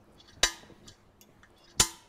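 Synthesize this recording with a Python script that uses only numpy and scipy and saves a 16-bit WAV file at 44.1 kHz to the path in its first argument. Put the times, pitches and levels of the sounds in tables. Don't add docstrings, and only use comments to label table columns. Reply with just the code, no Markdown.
import sys
import numpy as np
from scipy import signal
from scipy.fft import rfft, irfft, next_fast_len
from scipy.io import wavfile
from scipy.ndimage import uniform_filter1d

SR = 44100
rng = np.random.default_rng(int(sys.argv[2]) if len(sys.argv) > 2 else 0)


def unload_audio(sound):
    columns = np.transpose(np.atleast_2d(sound))
    steps = np.round(np.clip(columns, -1, 1) * 32767)
    wavfile.write(sys.argv[1], SR, steps.astype(np.int16))


def makeup_ratio(level_db):
    decades = np.asarray(level_db, float) / 20
    return 10 ** decades


N = 91816

# frequency [Hz], first blow [dB], second blow [dB], t60 [s].
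PLATE_MODES = [(336, -40, -38, 0.42), (887, -37, -39, 0.24), (945, -50, -53, 0.4), (1011, -31, -29, 0.22),
               (1222, -38, -39, 0.33), (1591, -29, -34, 0.15), (1713, -34, -41, 0.32),
               (1818, -31, -40, 0.23), (1920, -38, -41, 0.31), (2077, -33, -36, 0.27),
               (2865, -49, -47, 0.32), (2949, -35, -37, 0.18), (3059, -49, -48, 0.4), (3204, -48, -46, 0.4)]
RIVET_MODES = [(3912, -31, -34, 0.22), (4165, -38, -33, 0.24), (4510, -29, -38, 0.14),
               (4687, -21, -21, 0.13), (4799, -28, -34, 0.13), (5145, -39, -31, 0.18),
               (5385, -29, -24, 0.16), (5575, -37, -33, 0.14), (5819, -27, -25, 0.11),
               (5936, -25, -27, 0.21), (6029, -24, -21, 0.13), (6360, -24, -23, 0.11),
               (6566, -41, -32, 0.17), (6756, -36, -17, 0.09)]
PUNCH_MODES = [(7039, -23, -16, 0.13), (7177, -25, -20, 0.11), (7502, -37, -21, 0.12),
               (7601, -38, -29, 0.19), (8161, -42, -40, 0.25), (8489, -39, -30, 0.14),
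               (8761, -49, -38, 0.22), (9314, -62, -45, 0.4), (9928, -36, -20, 0.13),
               (10266, -49, -41, 0.16), (10558, -47, -38, 0.21), (11240, -64, -48, 0.37),
               (12065, -45, -37, 0.19), (14127, -48, -52, 0.16)]
FAINT_MODES_HZ = [8820, 8970, 11780, 13300, 12740, 13100, 13400, 14400, 15300]


def unit(x):
    return x / np.sqrt(np.mean(x ** 2) + 1e-20)


def along(points, hz):
    f, v = np.transpose(points)
    return np.interp(np.log(hz + 1), np.log(f + 1), v)


def filtered(x, response):
    m = next_fast_len(x.shape[-1] + 8192)
    spectrum = rfft(x, m) * response(np.fft.rfftfreq(m, 1 / SR))
    return irfft(spectrum, m)[..., :x.shape[-1]]


def add(track, s, sound):
    part = track[round(s * SR):][:len(sound)]
    part += sound[:len(part)]


def swell(t, rise_s, t60):
    rise = np.sin(np.pi / 2 * np.clip(t / rise_s, 0, 1)) ** 2
    return rise * makeup_ratio(-60 * np.maximum(t - rise_s, 0) / t60)


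def resonances(peaks):
    def response(f):
        total = 0
        for k, (hz, width, db) in enumerate(sorted(peaks)):
            damping = 1j * f * width
            total = total + (-1) ** k * makeup_ratio(db) * damping / (hz * hz - f * f + damping)
        return total
    return response


def steel_wash(noise, after, steel):
    level_db, tilt_db_oct = -15.5, 5.5
    t60_s, top_t60_s, top_hz = 0.3, 0.3, 11500
    bright = unit(filtered(noise, lambda hz: makeup_ratio(tilt_db_oct * np.log2(hz + 1)) * steel(hz)))
    top = filtered(bright, lambda hz: 1 / (1 + (top_hz / (hz + 1)) ** 10))
    body = bright - top
    return makeup_ratio(level_db) * (body * makeup_ratio(-60 * after / t60_s) + top * makeup_ratio(-60 * after / top_t60_s))


def blows():
    # start [s], rise [s], clash [dB], push of air [dB], bench sway [dB].
    strikes = [
        (.4293, 0.0047, -19, -28, -28.5),
        (1.7946, 0.0088, -17, -26.5, -28),
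    ]
    # frequency [Hz], density [dB per Hz].
    clash_spectra = [
        [(88, -43.5), (150, -20), (637, -12), (1260, -12.5), (3920, -5), (4240, -9), (6140, -12), (7620, -16.5),
         (16000, -31.5)],
        [(88, 13), (150, 1.5), (589, -15), (1390, -4.5), (2400, -6.5), (3300, -5), (4760, -6.5), (6510, -5.5),
         (16000, -20.5)],
    ]
    # frequency [Hz], first blow [dB], second blow [dB], t60 [s].
    clamp_modes = [(6433, -45, -34, .2), (3488, -48, -37, .2), (9364, -50, -35, .15), (3160, -50, -47, .45),
                   (897, -46, -42, .6), (991, -50, -47, .6), (3890, -16, -24, .045), (770, -56, -50, .35),
                   (813, -48, -51, .5), (951, -54, -52, .9), (1071, -52, -45, .28), (1305, -45, -46, .24),
                   (868, -45, -36, .1)]
    ring_db, ring_lag = 0, 1.35
    clash_hold_s, clash_t60_s, clash_width_hz, wash_width_hz = 0.0032, 0.06, 408, 70
    push_hz, push_t60_s, sway_hz, sway_t60_s = 260, 0.018, 36, 0.12

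    tones, near, low = np.zeros((3, N))
    t = np.arange(SR // 2) / SR
    modes = np.array([*PLATE_MODES, *RIVET_MODES, *PUNCH_MODES, *clamp_modes])
    mode_hz, mode_t60 = modes[:, [0]], modes[:, [3]]
    steel = resonances([(hz, wash_width_hz, 0) for hz in [*modes[:, 0], *FAINT_MODES_HZ]])
    struck_modes = [*PLATE_MODES[::2], *RIVET_MODES[::3], *PUNCH_MODES]
    struck_hz = [mode[0] for mode in struck_modes] + [*FAINT_MODES_HZ]
    struck = resonances([(hz, clash_width_hz, 0) for hz in struck_hz])

    for k, (s, rise_s, clash_db, push_db, sway_db) in enumerate(strikes):
        phase = rng.uniform(0, 2 * np.pi, (len(modes), 1))
        ring = makeup_ratio(modes[:, [1 + k]] - 60 * t / mode_t60) * np.sin(2 * np.pi * mode_hz * t + phase)
        add(tones, s, makeup_ratio(ring_db) * ring.sum(axis=0) * swell(t, ring_lag * rise_s, np.inf))

        noise = rng.standard_normal(len(t))
        noise = unit(filtered(noise, lambda hz: makeup_ratio(along(clash_spectra[k], hz))))
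        after = np.maximum(t - rise_s - clash_hold_s, 0)
        clash = unit(filtered(noise, struck)) * makeup_ratio(-60 * after / clash_t60_s)
        clash = clash + steel_wash(noise, after, steel)
        add(near, s, makeup_ratio(clash_db) * clash * swell(t, rise_s, np.inf))

        push = -makeup_ratio(push_db) * np.sin(2 * np.pi * push_hz * t) * swell(t, 0.002, push_t60_s)
        sway = makeup_ratio(sway_db) * np.sin(2 * np.pi * sway_hz * t) * swell(t, 0.0049, sway_t60_s)
        add(low, s + rise_s / 2, push + sway)
    return tones, near, low


def knocks(table, spread):
    out, t = np.zeros(N), np.arange(SR // 5) / SR
    detune = 1 + spread * np.array([[-1], [0], [1.3]])
    for s, db, hz, t60 in table:
        tones = np.sin(2 * np.pi * hz * detune * t + rng.uniform(0, 1, (3, 1)))
        add(out, s, makeup_ratio(db) / 2 * tones.sum(axis=0) * swell(t, 0.5 / hz, t60))
    return out


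def clamp_thuds():
    # start [s], level [dB], frequency [Hz], t60 [s].
    jolts = [
        (.4325, -23, 640, 0.026),
        (.4395, -20.5, 1780, .07),
        (1.8, -24.5, 320, 0.023),
        (1.8025, -22, 840, 0.038),
        (1.8005, -24, 1320, 0.0365),
        (1.8, -16.5, 3250, 0.041),
        (.433, -18.5, 3200, .04),
    ]
    return knocks(jolts, spread=0.06)


def side_treble():
    # frequency [Hz], density [dB per Hz].
    treble_spectrum = [(4300, -60), (5000, -0.5), (10500, 0), (16000, -15)]
    start_s, length_s, level_db = 1.7925, 0.012, -38.5
    out, t = np.zeros(N), np.arange(SR // 10) / SR
    treble = unit(filtered(rng.standard_normal(len(t)), lambda hz: makeup_ratio(along(treble_spectrum, hz))))
    arch = np.sin(np.pi * np.clip(t / length_s, 0, 1))
    add(out, start_s, makeup_ratio(level_db) * treble * arch)
    return out


def tip(table, width_oct, grind_db, broad_db):
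    # frequency [Hz], width [Hz], level [dB].
    pressed_peaks = [(1660, 36, -4), (2790, 43, -6), (3430, 41, 0), (3800, 80, -4), (4470, 41, -1),
                     (4760, 34, -4), (5100, 53, -5)]
    grit_db, free_width_hz, free_db = 5, 24, -4
    force, t = np.zeros(N), np.arange(SR // 4) / SR
    for s, rise_s, t60, db, centre_hz in table:
        roughness = unit(uniform_filter1d(rng.standard_normal(len(t)), size=60))
        grit = rng.standard_normal(len(t)) * makeup_ratio(grit_db * roughness)
        grit = unit(filtered(grit, lambda hz: np.exp(-(np.log2((hz + 1) / centre_hz) / width_oct) ** 2 / 2)))
        add(force, s, makeup_ratio(db) * grit * swell(t, rise_s, t60))
    free_hz = [mode[0] for mode in [*PLATE_MODES, *RIVET_MODES, *PUNCH_MODES]] + [*FAINT_MODES_HZ]
    free = [(hz, free_width_hz, free_db) for hz in free_hz]
    damped = resonances([(hz, width, db + grind_db) for hz, width, db in pressed_peaks] + free)
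    return makeup_ratio(9) * filtered(force, lambda f: makeup_ratio(broad_db) + damped(f))


def tip_grinding():
    # start [s], rise [s], fall t60 [s], level [dB], centre frequency [Hz].
    scrapes = [(.15, 0.032, 0.56, -64.5, 4400), (.196, 0.0051, 0.044, -50.5, 4000),
               (.265, 0.024, 0.16, -58, 1530), (.272, 0.0098, 0.096, -52, 4200),
               (.274, 0.0033, 0.06, -64.5, 11000), (.294, 0.0033, 0.042, -60.5, 6500),
               (.325, 0.005, 0.038, -55.5, 4660), (.252, .003, 0.051, -61, 4500),
               (.826, .04, .3, -64, 4300), (.841, .03, .3, -58, 1450), (.846, .03, .15, -66, 12500),
               (.9, .012, .3, -62, 5700), (1.552, 0.0204, 0.3, -67.5, 4300),
               (1.575, 0.0064, 0.07, -66.5, 11140), (1.63, 0.055, 0.25, -66, 1650),
               (1.58, 0.0023, 0.038, -63.5, 5000), (1.598, 0.0024, 0.037, -62, 4700),
               (1.616, .003, 0.044, -61, 4800), (1.69, 0.0028, 0.057, -55.5, 4000),
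               (1.637, 0.005, 0.05, -57.5, 4720), (1.673, 0.004, 0.06, -58, 4160),
               (1.706, 0.0023, 0.045, -54, 4800), (1.774, 0.0044, 0.074, -55, 5000),
               (1.672, .003, .03, -57.5, 1600), (1.705, .003, 0.028, -56, 1700),
               (1.774, .003, 0.035, -58, 1450)]
    return tip(scrapes, width_oct=0.4, grind_db=0, broad_db=-21)


def tip_tapping():
    # start [s], rise [s], fall t60 [s], level [dB], centre frequency [Hz].
    contacts = [
        (.8768, 0.00092, 0.049, -43.5, 6100),
        (.8770, 0.00069, 0.063, -46.5, 3870),
        (.877, .0007, 0.033, -60, 9500),
        (1.2108, .001, 0.036, -57.5, 2540),
        (1.211, 0.00086, 0.029, -49, 6050),
        (1.2114, 0.00078, 0.016, -50, 14400),
        (1.4303, 0.00058, 0.038, -47, 1510),
        (1.4306, 0.001, 0.033, -58, 3310),
        (1.431, 0.00096, 0.035, -60, 6360),
    ]
    return tip(contacts, width_oct=0.28, grind_db=-5, broad_db=-12)


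def spring_squeaks():
    # start [s], hold [s], level [dB], frequency [Hz].
    notes_held = [(.177, 0.011, -61, 3410), (.197, 0.017, -55.5, 3430), (.252, 0.013, -65, 4440),
                  (0.275, 0.024, -56.5, 4460), (.295, 0.013, -59, 5840), (0.325, 0.0094, -56.5, 3870),
                  (.832, 0.021, -67, 3780), (0.86, 0.012, -60, 4760), (.888, 0.027, -63, 4480),
                  (0.909, 0.011, -65, 3460), (1.6, .06, -70.5, 5150), (1.562, 0.11, -66, 3430),
                  (1.592, .06, -69, 2810), (1.638, 0.022, -59.5, 5000), (1.673, 0.011, -57, 3780),
                  (1.675, 0.047, -67, 5930), (1.677, 0.042, -69, 5100), (1.735, 0.013, -70, 4480),
                  (1.213, 0.031, -65, 3460)]
    rise_s, t60_s, shake_db, waver_rad = 0.0054, 0.022, 2, 0.6
    out, t = np.zeros(N), np.arange(SR // 5) / SR
    for s, hold_s, db, hz in notes_held:
        shake, waver = [unit(uniform_filter1d(row, size=200)) for row in rng.standard_normal((2, len(t)))]
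        fall_db = -60 * np.maximum(t - hold_s, 0) / t60_s
        shape = swell(t, rise_s, np.inf) * makeup_ratio(shake_db * shake + fall_db)
        add(out, s, makeup_ratio(db) * shape * np.sin(2 * np.pi * hz * t + waver_rad * waver))
    return out


def glove_creaks():
    # start [s], level [dB], frequency [Hz].
    slips = [(0.044, -63, 10100), (.122, -64, 9000), (0.127, -61, 9100), (.134, -59.5, 8800),
             (0.146, -60, 11000), (.146, -64, 8700), (0.152, -59.5, 8350), (.152, -63, 11000),
             (.322, -64, 11000), (1.504, -58.5, 8700), (1.708, -58, 8700)]
    t60_s = 0.009
    return knocks([(s, db, hz, t60_s) for s, db, hz in slips], spread=0.11)


def hand_bumps():
    # start [s], level [dB], frequency [Hz], t60 [s].
    touches = [
        (.369, -41, 170, 0.063),
        (.393, -40.5, 90, 0.044),
        (.632, -37.5, 408, 0.029),
        (.695, -42.5, 328.7, 0.12),
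        (.705, -48, 621, 0.07),
        (.721, -38, 215, 0.029),
        (.885, -47, 40, 0.067),
        (1.29, -47, 253, 0.057),
        (1.771, -40.5, 144.5, 0.055),
        (1.784, -42, 90, 0.035),
    ]
    return knocks(touches, spread=0.38)


def shop(x):
    # frequency [Hz], t60 [s].
    decay = [(200, 0.22), (2000, 0.78), (7000, 0.49), (11000, 0.5), (15000, 0.25)]
    delay_s = 0.0073
    hz, t, z = signal.stft(rng.standard_normal(SR // 2), SR, nperseg=256)
    tail = signal.istft(z * makeup_ratio(-60 * t / along(decay, hz)[:, None]), SR, nperseg=256)[1]
    delayed = np.pad(x, (round(delay_s * SR), 0))
    return signal.fftconvolve(delayed, tail / np.linalg.norm(tail))[:N]


def air():
    # frequency [Hz], density [dB per Hz].
    hush_spectrum = [(22, -2), (205, -8), (837, -12), (2300, -24), (5000, -32.5), (16000, -43)]
    # time [s], level [dB].
    hush_level = [(0, -65.5), (.3, -62.5), (.85, -61), (1.151, -67.5), (1.299, -64), (2.08, -66)]
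    # frequency [Hz], width [Hz], height over the hush [dB].
    drones = [(98, 22, 8), (206.3, 18, 10.5), (346.3, 22, 10)]
    gain_db, patch_db = 4.5, 2.2

    z = signal.stft(rng.standard_normal(N + 512), nperseg=512)[2]
    field = uniform_filter1d(rng.standard_normal(z.shape), size=5, axis=0)
    field = uniform_filter1d(field, size=10, axis=1)
    hush = signal.istft(z * makeup_ratio(patch_db * unit(field)), nperseg=512)[1][:N]

    def colour(hz):
        humps_db = sum(db / (1 + ((hz - centre) / width * 2) ** 2) for centre, width, db in drones)
        return makeup_ratio(along(hush_spectrum, hz) + humps_db)

    s, level_db = np.transpose(hush_level)
    level = makeup_ratio(gain_db + np.interp(np.arange(N) / SR, s, level_db))
    return level * unit(filtered(hush, colour))


def scene():
    shop_db, ring_to_shop_db = -19.5, -6
    tones, near, low = blows()
    near = near + clamp_thuds() + tip_grinding() + tip_tapping() + spring_squeaks() + glove_creaks()
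    room = makeup_ratio(shop_db) * shop(near + makeup_ratio(ring_to_shop_db) * tones)
    mono = tones + near + room + low + hand_bumps() + air()
    side = side_treble()
    return np.array([mono + side, mono - side])


def low_pass(x):
    return signal.sosfilt(signal.butter(12, 16390, fs=SR, output="sos"), x)


def record(dry):
    ceiling, top_hz, edge_hz = 0.65, 15700, 60
    soft = ceiling * np.tanh(dry / ceiling)
    mix = filtered(soft, lambda hz: 0.5 - 0.5 * np.tanh((hz - top_hz) / edge_hz))
    return low_pass(mix)


dry = scene()
out = record(dry)
unload_audio(out)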